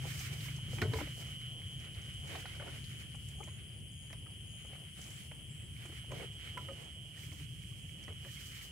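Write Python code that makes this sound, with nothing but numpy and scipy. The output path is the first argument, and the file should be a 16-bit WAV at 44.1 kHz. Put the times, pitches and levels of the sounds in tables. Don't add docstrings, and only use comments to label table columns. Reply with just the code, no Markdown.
import sys
import numpy as np
from scipy import signal
from scipy.fft import rfft, irfft, next_fast_len
from scipy.io import wavfile
from scipy.ndimage import uniform_filter1d

SR = 44100
rng = np.random.default_rng(int(sys.argv[2]) if len(sys.argv) > 2 else 0)


def generate_wav(sig):
    pcm = np.round(np.clip(np.atleast_2d(sig).T, -1, 1) * 32767).astype(np.int16)
    wavfile.write(sys.argv[1], SR, pcm)


def linear_from_db(decibels):
    return 10 ** (np.asarray(decibels, float) / 20)


N = 384111
T = np.arange(N) / SR


def level(x):
    return x / np.sqrt(np.mean(x ** 2))


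def columns(table):
    s, *rest = np.transpose(table)
    return [np.interp(T, s, c) for c in rest]


def panned(pan_db):
    return linear_from_db(np.array([pan_db + 0 * T, -pan_db + 0 * T]) / 2)


def coloured(x, points):
    hz, db = np.transpose(points)
    size = next_fast_len(N)
    f = np.arange(size // 2 + 1) * SR / size + 1
    gain = linear_from_db(np.interp(np.log(f), np.log(hz), db))
    return level(irfft(rfft(x, size) * gain, size)[..., :N])


def band(x, hz, width_hz, order=2):
    edges = [max(hz - width_hz / 2, 20), min(hz + width_hz / 2, .45 * SR)]
    return level(signal.sosfilt(signal.butter(order, edges, "band", fs=SR, output="sos"), x))


def pair(likeness):
    mid, side = rng.standard_normal((2, N))
    c = np.clip(likeness, 0, 1)
    return np.sqrt(1 + c) * mid + np.sqrt(1 - c) * side * np.array([[1], [-1]])


def walk(rate):
    k = int(SR / rate)
    held = np.repeat(rng.standard_normal(900)[:N // k + 1], k)
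    return 0.87 * uniform_filter1d(uniform_filter1d(held, k), k)[:N]


def gate(start, length, edge=0.0027):
    return np.clip(np.minimum(T - start, start + length - T) / edge, 0, 1)


def swell(start, hold, rise, fall):
    return np.exp(np.minimum((T - start) / rise, 0) + np.minimum((start + hold - T) / fall, 0))


def add(out, s, sound, pan_db):
    i = int(s * SR)
    gains = linear_from_db(np.array([[pan_db], [-pan_db]]) / 2)
    out[:, i:i + sound.shape[-1]] += (sound * gains)[:, :N - i]


def strokes(hz, rate, duty, wander_hz, slip, uneven_db, blur, lag=0):
    turn = np.cumsum(rate * (1 + 0.0049 * walk(2.9))) / SR
    chance = rng.standard_normal((1500, 2))
    stroke = turn.astype(int)
    part = np.clip((turn - stroke) / duty, 0, 1)
    phase = 2 * np.pi * np.cumsum(hz + wander_hz * walk(20)) / SR
    tone = np.sin(phase + slip * chance[stroke, 0])
    size = linear_from_db(uneven_db * chance[:, 1])[stroke]
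    direct = level(np.sin(np.pi * part) ** 2 * size * tone)
    plants = np.exp(-T[:700] / .004) * rng.standard_normal((2, 700))
    echoes = level(signal.oaconvolve(direct[None], plants, axes=1)[:, :N])
    return level(np.array([np.roll(direct, lag), direct]) + blur * echoes)


# frequency in Hz, power density in dB per Hz
AIR_SPECTRUM = [(300, -3), (450, -4.5), (900, -51), (1400, -10.5), (2200, -4), (3300, 15.5), (3900, -62),
                (5000, -12), (7000, -4), (9500, 2), (11200, -2), (12500, -37), (15000, -6), (16500, -41)]
AIR_DB = -61.5


def night_air():
    return coloured(pair(0.25), AIR_SPECTRUM) * linear_from_db(AIR_DB + 1.5 * walk(2.17))


RIVER_PAN_DB, RIVER_TURN_DB, RIVER_TURN_S = 0.9, -0.3, 5.2
MOTOR_DB, MOTOR_FADE_DB_S = -43, 4


def river_side():
    return panned(RIVER_PAN_DB + RIVER_TURN_DB * np.clip(T - RIVER_TURN_S, 0, 1))


def far_motor():
    tone = np.sin(2 * np.pi * np.cumsum(128 + 1.5 * walk(8)) / SR)
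    throb = 1 + 1.1 * np.sin(2 * np.pi * 25.6 * (T - .032))
    return level(tone * throb) * linear_from_db(MOTOR_DB - MOTOR_FADE_DB_S * T ** 2 + 1.3 * walk(7.2)) * river_side()


# time in seconds, level in dB
RUMBLE_LEVEL = [(0.0, -46.5), (.4, -47), (.75, -44), (1.2, -48), (1.5, -49.5), (1.75, -48), (2.4, -47.5),
                (3.2, -49), (3.9, -48.5), (4.8, -51.5), (5.7, -49.5), (6.2, -48), (6.9, -50.5),
                (7.15, -52.5), (7.4, -49), (8.3, -49), (8.55, -52), (8.71, -50)]
# frequency in Hz, power density in dB per Hz
RIVER_SPECTRUM = [(20, -45), (31, -27), (42, -14), (60, -2), (123, 0), (150, -1), (173, -8.5), (193, -12),
                  (285, -22.5), (400, -31), (520, -55), (880, -100)]


def river():
    deep_db = columns(RUMBLE_LEVEL)[0]
    return coloured(pair(0.88), RIVER_SPECTRUM) * linear_from_db(deep_db + 1.45 * walk(8.2)) * river_side()


SHAKE_DB, SHAKE_S = -11.5, 0.05


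def shaken_bank():
    shake = sum(linear_from_db(row[1] + SHAKE_DB) * swell(row[0], 0.018, 0.024, SHAKE_S) for row in POT_KNOCKS)
    upper_db = columns(RUMBLE_LEVEL)[0] - 20
    return band(pair(0.66), 258, 313) * (linear_from_db(upper_db + 3.6 * walk(11)) + shake) * river_side()


def chirper(hz, rate, late_s):
    turn = 2 * np.pi * rate * (T - late_s)
    beat = np.clip(.7 + 1.4 * np.sin(turn), .2, 1) * linear_from_db(1.5 * walk(9))
    return beat * strokes(hz + 35 * np.cos(turn), 126, duty=.55, wander_hz=45, slip=2.2,
                          uneven_db=2.5, blur=.55, lag=2)


# time in seconds, level of the upper in dB, level of the lower in dB
CHIRPER_LEVELS = [(0, -80, -85), (1.75, -78, -85), (3.2, -68, -83), (4.4, -67.5, -79), (5.3, -69, -71.5),
                  (6.3, -77, -68.5), (7.2, -72, -69), (7.9, -72.5, -70), (8.2, -80, -80), (8.71, -80, -80)]
# time in seconds, level of the lower in dB, level of the higher in dB
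BUZZ_LEVELS = [(0, -77, -72), (1.5, -67, -68), (3, -71.5, -68), (4.6, -68.5, -66), (5.2, -67, -67.5),
               (6.3, -70, -73)]
BUZZ_STOP_S, BUZZ_FADE_S, FAR_BUZZ_DB = 6.32, .03, -79
LOW_PAN_DB, HIGH_PAN_DB, CHIRPER_PAN_DB = 9.5, -0.5, 14
CHORUS_HZ, CHORUS_WIDTH_HZ, CHORUS_DB = 9680, 2800, -72


def bush_crickets():
    low = strokes(9620 + 60 * walk(1.5), 100.8, duty=.38, wander_hz=60, slip=2, uneven_db=2, blur=.4, lag=2)
    overtone = strokes(14600, 100.8, duty=.07, wander_hz=300, slip=3, uneven_db=1.5, blur=.7, lag=2)
    low = low + linear_from_db(-12) * overtone
    high = strokes(10380 + 70 * walk(1.5), 131.2, duty=.4, wander_hz=70, slip=2, uneven_db=2, blur=.4, lag=1)
    far = strokes(11000, 138.8, duty=.4, wander_hz=150, slip=3, uneven_db=1.5, blur=.7, lag=1)
    upper_db, lower_db = columns(CHIRPER_LEVELS)
    upper_chirps = chirper(9420 - 55 * T, 7.69, 2.966) * linear_from_db(upper_db)
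    lower_chirps = chirper(8370, 8.24, 5.225) * linear_from_db(lower_db)
    chirps = (upper_chirps + lower_chirps) * panned(CHIRPER_PAN_DB)
    low_db, high_db = columns(BUZZ_LEVELS)
    buzz = low * linear_from_db(low_db + 0.53 * walk(2.4)) * panned(LOW_PAN_DB)
    buzz = buzz + high * linear_from_db(high_db + 0.5 * walk(0.48)) * panned(HIGH_PAN_DB)
    singing = np.clip((BUZZ_STOP_S - T) / BUZZ_FADE_S, .25, 1)
    chorus = band(pair(0.12), CHORUS_HZ, CHORUS_WIDTH_HZ, order=3)
    chorus = chorus * linear_from_db(CHORUS_DB + 2.6 * walk(3.87)) * panned(7.3)
    return chorus + buzz * singing + chirps + far * linear_from_db(FAR_BUZZ_DB)


# time in seconds, level in dB
FIELD_LEVEL = [(0, -86), (3.0, -84), (3.4, -79.5), (4.1, -80.5), (4.45, -84), (4.8, -83), (5.5, -84),
               (6.9, -85), (8.71, -88)]


def field_cricket():
    stroke = (T - 3.296) % .2885 * 23.5
    part = stroke % 1
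    falling = np.sin(2 * np.pi * (5170 * part - 320 * part ** 2) / 23.5)
    size = linear_from_db(columns(FIELD_LEVEL)[0] + 5 + 2 * walk(20) + 4 * walk(90)) * np.clip(5 - stroke // 1, .05, 1)
    return size * np.sin(np.pi * np.clip(part / 0.96, 0, 1)) * falling


# time in seconds, level in dB
CLEAR_LEVEL = [(0, -73), (1.7, -72), (2.9, -69), (4.5, -67.5), (5.2, -70.5), (5.5, -84), (6.9, -83),
               (7.3, -74), (7.87, -73), (7.92, -80), (8.71, -80)]
CLEAR_HZ, CLEAR_STROKES, CLEAR_S, CLEAR_PAN_DB = 6740, 85, 0.222, 2
CLEAR_PERIOD_S, CLEAR_PAUSE_AT_S, CLEAR_PAUSE_S = .5535, 2.5, .037


def clear_cricket():
    since = (T - CLEAR_PAUSE_S * (T > CLEAR_PAUSE_AT_S)) % CLEAR_PERIOD_S
    chirping = np.clip(np.minimum(since, CLEAR_S - since) / 0.0024, 0, 1)
    clear = strokes(CLEAR_HZ, CLEAR_STROKES, duty=.85, wander_hz=25, slip=.6, uneven_db=1.2, blur=.15, lag=2)
    return clear * chirping * linear_from_db(columns(CLEAR_LEVEL)[0]) * panned(CLEAR_PAN_DB)


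# start in seconds, length in seconds, level in dB
HIGH_CHIRPS = [
    (4.975, .22, -64),
    (5.495, 0.18, -65.5),
    (5.87, 0.09, -75),
]


def higher_cricket():
    hz = 7640 + 1300 * np.clip(T - 5.5, 0, .17) - 110 * (T > 5.4) + 60
    higher = strokes(hz, 140, duty=.62, wander_hz=60, slip=2, uneven_db=2, blur=.45, lag=2)
    return higher * sum(linear_from_db(db) * gate(s, length) for s, length, db in HIGH_CHIRPS) * panned(8.3)


# time in seconds, level in dB, left minus right in dB
DRONE_LEVEL = [(0.0, -56, 7), (0.7, -54.5, 6), (1.33, -52, 4.5), (2.64, -56, 7.5), (2.93, -58.5, 14),
               (3.35, -58.5, 7.5), (3.95, -63, 14), (4.68, -58.5, 12), (5.4, -61, 10), (5.7, -59.5, 4),
               (6.5, -53.5, 2), (7.37, -59.5, -1), (7.74, -59, 0.5), (8.37, -56.5, 1), (8.71, -58.5, 9)]


def mole_cricket():
    db, pan_db = columns(DRONE_LEVEL)
    trill = strokes(3075, 154.2, duty=.88, wander_hz=24, slip=.9, uneven_db=1.4, blur=.3, lag=4)
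    return band(trill, 2990, 980, order=4) * linear_from_db(db + 1.0 * walk(14)) * panned(pan_db)


# start in seconds, hold in seconds, level in dB, extra weight in dB
GRASS_SWISHES = [(0.034, 0.029, -62.5, 4.5), (0.113, 0.063, -60, -1.5), (0.196, 0.075, -58.5, -3.5),
                 (0.323, 0.062, -68, 5), (0.436, 0.029, -57.5, -5), (.53, 0.071, -87, 17.5),
                 (0.746, 0.042, -60, 4), (.86, 0.018, -80, -11), (0.979, 0.011, -53, 3),
                 (1.147, 0.076, -64.5, 1), (1.29, 0.046, -73, 4.5), (1.772, 0.035, -85, 1),
                 (1.954, 0.23, -83, 8.5), (2.307, 0.099, -63.5, 5.5), (2.57, 0.2, -77, 11),
                 (2.75, 0.25, -70.5, -3.5), (3.29, 0.019, -68, -1), (4.11, 0.2, -87.5, 10.5),
                 (4.43, 0.24, -83, 6.5), (4.688, 0.14, -79.5, 7), (4.99, 0.25, -67, 1.5),
                 (5.798, 0.18, -70, 2), (6.14, 0.075, -68, 6), (6.433, 0.21, -72.5, 3),
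                 (6.746, 0.085, -73.5, 9), (7.196, 0.22, -65, -1), (7.5, 0.43, -76, -27),
                 (8.286, 0.37, -61, -2)]
# time in seconds, level in dB
STIR_LEVEL = [(0, -72.5), (1.3, -72.5), (3, -73), (4.3, -83), (5.5, -77.5), (8.71, -75)]
SWISH_RISE_S, SWISH_FALL_S = 0.043, 0.046


def brushing():
    stir = linear_from_db(columns(STIR_LEVEL)[0])
    light, heavy = stir, linear_from_db(6.5) * stir
    for s, hold, db, weight_db in GRASS_SWISHES:
        shape = swell(s, hold, SWISH_RISE_S, SWISH_FALL_S)
        light = light + linear_from_db(db) * shape
        heavy = heavy + linear_from_db(db + weight_db) * shape
    clicks = (rng.random(N) < 900 / SR) * linear_from_db(4.6 * rng.exponential(size=N)) * rng.standard_normal(N)
    smear = np.exp(-np.arange(200) / SR / 0.004) * rng.standard_normal((2, 200))
    crackle = level(signal.oaconvolve(clicks[None], smear, axes=1)[:, :N])
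    scrape = (0.07 * crackle + level(pair(0.0092))) * linear_from_db(1.7 * walk(35) + 1.7 * walk(70))
    top = band(scrape, 13600, 3500) * light * linear_from_db(-3.5)
    middle = band(scrape, 7020, 5230, order=3) * (light + 0.28 * heavy) * linear_from_db(-0.5 + 0.5 * walk(36))
    low = band(scrape + 0.48 * pair(0.18), 2380, 2400, order=4) * heavy * linear_from_db(-2.0 + 3.9 * walk(22))
    crumbling = heavy * np.clip(heavy / light / 1.85, 0.2, 2)
    soil = band(0.5 * crackle + pair(0.16), 493, 530) * crumbling * linear_from_db(-5 + 6.2 * walk(30))
    return top + middle + low + soil


def packets(rows, pan_db, rough):
    out, t = np.zeros((2, N)), T[:4000] - T[2000]
    for s, db, hz, cycles in rows:
        shape = np.exp(-(2 * t * hz / cycles) ** 2)
        phase = 2 * np.pi * hz * t + 6 * rng.random()
        jitter = rough * level(uniform_filter1d(rng.standard_normal(4000), size=150))
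        add(out, s - T[2000], linear_from_db(db) * shape * np.cos(phase + jitter), pan_db)
    return out


# time in seconds, peak in dB, pitch in Hz, cycles
HAND_BUMPS = [(.889, -31, 125, 1.7), (1.66, -36.5, 91, 1.8), (1.98, -35, 90, 1.9), (3.97, -46, 80, 2.2),
              (7.27, -38.5, 110, 1.5), (7.32, -41, 120, 1.3), (7.445, -42, 127, 1.5),
              (7.598, -40.5, 110, 1.4), (7.655, -40.5, 130, 1.8), (7.722, -35, 110, 1.6),
              (7.85, -41, 140, 2), (8.3, -39.5, 120, 2.6), (8.36, -44, 140, 2.3)]


def hand_bumps():
    return packets(HAND_BUMPS, pan_db=.4, rough=.02)


# time in seconds, peak in dB, pitch in Hz, cycles
SOIL_LUMPS = [(.05, -52, 800, 14), (.056, -49, 510, 7), (.078, -53, 746, 10), (.21, -56, 780, 11),
              (.46, -56, 1050, 8), (.59, -56, 950, 6), (.845, -40, 650, 4.5), (.958, -42, 650, 6),
              (.965, -47, 1000, 6), (3.391, -60, 760, 12), (3.422, -55, 447, 8), (5.854, -50, 750, 3),
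              (5.9, -50.5, 330, 6), (5.924, -62, 1320, 14), (6.045, -60, 700, 10), (6.123, -50, 1020, 10),
              (6.135, -46, 570, 8.7), (6.17, -52, 450, 8), (6.21, -52.5, 2200, 25), (6.238, -46, 474, 8),
              (7.24, -60.5, 380, 8), (7.29, -53, 280, 3.5), (7.335, -54, 310, 10), (7.41, -54, 300, 8),
              (8.092, -54, 600, 4.4), (8.125, -55, 400, 7.3), (8.268, -54.5, 546, 15),
              (8.292, -57, 1850, 30), (8.375, -56, 2150, 35)]


def soil_lumps():
    return packets(SOIL_LUMPS, pan_db=2.2, rough=.9)


# time in seconds, peak in dB, pitch in Hz, cycles
CRACKING_GRAINS = [(.787, -52, 2280, 6.9), (.819, -37, 1900, 6), (.824, -35, 1430, 6), (.83, -34, 210, 2.4),
                   (.838, -47, 2030, 9), (.862, -45, 690, 4), (.9375, -39.5, 1700, 5.6),
                   (.944, -48, 2190, 7.4), (.972, -52, 1300, 4.4), (.988, -42, 890, 5),
                   (1.006, -46, 2110, 9), (1.012, -46, 1390, 8), (1.016, -39.5, 546, 5.1),
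                   (1.077, -48, 590, 4), (2.318, -51, 500, 4), (2.334, -58, 1500, 5.9),
                   (2.357, -46, 720, 7.2), (2.428, -56, 1500, 6), (2.447, -51, 493, 4),
                   (2.458, -49, 746, 5), (2.462, -47, 1390, 8), (2.566, -59, 567, 4), (2.612, -50, 810, 5),
                   (2.623, -54, 1450, 8), (2.64, -52, 700, 5), (2.68, -50, 1440, 8), (2.699, -54, 1450, 8),
                   (3.477, -58, 1000, 6), (6.585, -50, 554, 9), (6.71, -47.5, 543, 22),
                   (7.178, -57, 1850, 18), (7.325, -61, 1000, 4.6), (7.725, -66, 1140, 10)]


def cracking_grains():
    return packets(CRACKING_GRAINS, pan_db=1.5, rough=.5)


SQUELCH_S, SQUELCH_LENGTH_S, SQUELCH_HZ, SQUELCH_GLIDE, SQUELCH_DB = 3.397, 0.025, 360, .27, (-53, -50, -56.5)


def squelch():
    out = np.zeros((2, N))
    part = np.clip(T[:4000] / SQUELCH_LENGTH_S, 0, 1)
    turn = 2 * np.pi * np.cumsum(SQUELCH_HZ * (1 + SQUELCH_GLIDE * part)) / SR
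    uneven = linear_from_db(3.2 * level(uniform_filter1d(rng.standard_normal(4000), size=90)))
    shape = np.sin(np.pi * part ** 1.1) ** 2 * uneven
    partials = sum(linear_from_db(db) * np.sin((k + 1) * turn) for k, db in enumerate(SQUELCH_DB))
    add(out, SQUELCH_S, shape * partials, 14)
    return out


def ring(hz, t60, attack=0.0003):
    t = T[:5000]
    return np.sin(2 * np.pi * hz * t) * np.exp(-np.log(1000) * t / t60) * np.clip(t / attack, 0, 1)


# time in seconds, peak in dB, pitch in Hz
STALK_TICKS = [(0.0273, -47, 2290), (0.1196, -40, 2290), (0.1565, -41, 2210), (0.2783, -45, 2070),
               (0.5861, -50, 2500), (0.8165, -28, 2100), (0.9, -44, 2130), (0.9712, -38, 2150),
               (1.075, -42, 2340), (1.4152, -44, 2130), (1.6176, -45, 2120), (2.2827, -50, 2320),
               (2.3111, -43, 2450), (2.9153, -46, 2270), (4.1295, -40.5, 2010), (5.5984, -47, 2570),
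               (5.765, -44, 2310), (6.1165, -41, 2400), (6.1828, -40.5, 2200), (6.4742, -46, 2220),
               (6.498, -44, 2280), (6.5767, -35, 2070), (7.1467, -50, 2330), (7.2355, -43, 2300),
               (7.3178, -44, 2150), (7.637, -48, 2240), (7.7294, -55, 2250), (7.894, -47, 2220),
               (8.0366, -49, 2290), (8.614, -41, 2290)]


def stalk_ticks():
    out, t = np.zeros((2, N)), T[:5000]
    for s, db, hz in STALK_TICKS:
        click = rng.standard_normal(5000) * np.exp(-t / 0.002)
        tick = ring(hz, .016) + .5 * ring(hz * 0.904, 0.0087) + .5 * click
        add(out, s, linear_from_db(db - 8.5) * tick, 0.5)
    return out


# time in seconds, peak in dB, pitch in Hz
STEM_SNAPS = [(0.19, -39.5, 6400), (0.403, -43.5, 3780), (0.56, -46.5, 6450), (0.815, -36.5, 4250),
              (0.933, -41.5, 4120), (1.2205, -55, 6010), (1.2669, -52, 6250), (3.799, -62, 6000),
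              (1.7962, -53, 5930), (1.943, -54, 3930), (2.0147, -51, 6290), (2.136, -50, 7700),
              (2.2726, -50, 7240), (2.355, -48, 3830), (2.456, -50, 4170), (2.5505, -53, 4660),
              (2.839, -47, 4240), (3.153, -51, 7590), (3.2838, -47, 7460), (3.436, -46, 7080),
              (4.125, -52, 5250), (5.013, -44.5, 6550), (5.038, -51, 6010), (5.101, -47, 6500),
              (5.853, -49, 7560), (6.115, -51, 6670), (6.8437, -55, 6570), (7.3266, -51, 6290),
              (8.0261, -53, 6700), (8.036, -52, 5500), (8.313, -52, 7810)]


def stem_snaps():
    out, t = np.zeros((2, N)), T[:5000]
    fading = np.exp(-t / 0.0037) + 0.2 * np.exp(-t / 0.029)
    for s, db, hz in STEM_SNAPS:
        noise = rng.standard_normal((3, 5000))
        crack = band(noise[:2] + 0.99 * noise[2], hz, 1400, order=1) * fading
        add(out, s, linear_from_db(db - 0.5) * crack * np.clip(t / 0.0034, 0, 1) ** 2, -1.2)
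    return out


def knock(low_hz, high_hz, high_db, cycles, crunch_db, rattle_s):
    t, noise = T[:5000], rng.standard_normal((5, 5000))
    contacts = noise[3] * np.abs(noise[3]) * np.exp(-t / rattle_s) * np.clip(2 * t / rattle_s, 0, 1)
    modes = np.array([ring(low_hz, cycles / low_hz), ring(low_hz * (1.37 + 0.1 * noise[4, 0]), 0.021),
                      ring(high_hz, 1.72 * cycles / high_hz), ring(high_hz * 1.4, 0.026)])
    rings = signal.fftconvolve(contacts[None], modes, axes=1)[:, :5000]
    sizes = linear_from_db(np.array([0, -11, high_db - 3.5, high_db - 15.0])) / np.abs(rings).max(axis=1)
    rings = sizes @ rings * linear_from_db(2.96 * level(uniform_filter1d(noise[4], 250)))
    grain = linear_from_db(0.67 * level(uniform_filter1d(noise[4], 60)))
    body = (np.exp(-t / 0.0084) + 0.27 * np.exp(-t / 0.033)) * np.clip(t / rattle_s, 0, 1)
    crunch = band(noise[:2] + noise[2], 740, 1390, order=2) * grain * body
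    return rings + crunch * linear_from_db(high_db / 2 + crunch_db)


def knocks(rows, cycles, crunch_db, rattle_s, pan_db):
    out = np.zeros((2, N))
    for s, db, low_hz, high_hz, high_db in rows:
        add(out, s, linear_from_db(db) * knock(low_hz, high_hz, high_db, cycles, crunch_db, rattle_s), pan_db)
    return out


# time in seconds, peak in dB, low ring in Hz, dry stalk ring relative in dB
FOOT_CRUNCHES = [(0.479, -57.5, 310, 13), (0.782, -47, 735, 5), (0.815, -34, 368, 2.5),
                 (0.985, -40.5, 790, -4), (0.995, -48, 676, -3.5), (1.003, -38.5, 825, -16),
                 (1.067, -50, 296, -6), (1.219, -58, 514, 4.5), (1.264, -64, 370, 8), (2.303, -54, 333, -3),
                 (2.349, -41, 725, -5), (2.453, -46.5, 730, 2), (3.142, -56, 810, 3.5),
                 (3.429, -58.5, 343, 9.5), (4.1, -60, 300, 11.5), (4.128, -54, 650, 3),
                 (4.646, -51.5, 537, -9), (4.726, -57, 543, 1), (4.749, -59, 567, 8),
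                 (5.311, -53, 604, 0.5), (5.852, -53, 338, 1), (6.239, -47, 400, -37)]
# time in seconds, peak in dB, low ring in Hz, high ring in Hz, high ring relative in dB
POT_KNOCKS = [
    (0.822, -36, 439, 1490, -2),
    (0.933, -35.5, 442, 996, -4),
    (6.117, -43, 556, 1013, -7),
    (6.201, -49, 473, 1580, -10),
    (6.571, -50, 565, 992, 14),
    (6.574, -62, 540, 1350, 17.5),
    (6.685, -48, 546, 1242, 2.5),
]
SOIL_CLODS = [(0.047, -55, 524, 805, 3), (6.103, -55, 322, 595, 7), (6.224, -44, 460, 830, -10),
              (0.73, -45.5, 486, 990, -26), (0.85, -35.5, 430, 890, -33), (0.954, -47, 458, 1050, -15),
              (1.011, -36, 300, 940, -33), (2.545, -63, 730, 1430, 10), (2.596, -50, 583, 1470, 5),
              (2.615, -45.5, 560, 1520, -1.5), (2.676, -64, 607, 1440, 8), (3.473, -49, 590, 1040, -6),
              (4.259, -56.5, 298, 1270, 4), (5.92, -54, 422, 1360, -11), (8.077, -47, 426, 1920, 3.5),
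              (8.1, -51, 440, 700, -27), (8.245, -53.5, 360, 1750, 2)]
MUD_PLOPS = [
    (3.43, -65, 600, 2120, 5),
]
STALK_HZ, STALK_SPREAD = 2220, 0.069


def pot_and_ground():
    stalk_hz = STALK_HZ * (1 + STALK_SPREAD * rng.standard_normal(30))
    crunches = [(s, db, hz, stalk_hz[k], high_db) for k, (s, db, hz, high_db) in enumerate(FOOT_CRUNCHES)]
    pot = knocks(POT_KNOCKS, cycles=85, crunch_db=-5, rattle_s=.0025, pan_db=1.2)
    ground = knocks(crunches, cycles=20, crunch_db=-3, rattle_s=.0055, pan_db=2.5)
    clods = knocks(SOIL_CLODS, cycles=26, crunch_db=-4, rattle_s=.006, pan_db=4)
    plops = knocks(MUD_PLOPS, cycles=35, crunch_db=-22, rattle_s=.005, pan_db=20)
    return pot + ground + clods + plops


# time in seconds, peak in dB, pitch in Hz
FOOT_THUDS = [
    (0.735, -29, 106),
    (0.82, -24.5, 96),
    (0.874, -22.5, 116.4),
    (0.948, -27, 82.5),
    (1.03, -37, 61.4),
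    (8.087, -35, 85),
]


def footfalls():
    out = np.zeros((2, N))
    for s, db, hz in FOOT_THUDS:
        add(out, s, linear_from_db(db) * ring(hz, 0.25, attack=0.015) * np.hanning(10000)[5000:], 1.5)
    return out


def scene():
    insects = mole_cricket() + bush_crickets() + clear_cricket() + higher_cricket() + field_cricket()
    grass = brushing()
    background = river() + far_motor() + shaken_bank() + night_air()
    blows = pot_and_ground() + stem_snaps() + footfalls() + stalk_ticks()
    small_sounds = cracking_grains() + hand_bumps() + soil_lumps() + squelch()
    return insects + grass + background + blows + small_sounds


def top_cut(x):
    return signal.sosfilt(signal.butter(12, 15800, fs=SR, output="sos"), x)


def record(dry):
    cavity = signal.lfilter(*signal.iirpeak(2200, 3.5, fs=SR), dry[1])
    x = np.array([dry[0], dry[1] + 2.82 * cavity])
    x = signal.sosfilt(signal.ellip(10, .3, 70, 15760, fs=SR, output="sos"), x)
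    x = signal.sosfilt(signal.butter(2, 38, "high", fs=SR, output="sos"), x)
    return top_cut(x)


dry = scene()
out = record(dry)
generate_wav(out)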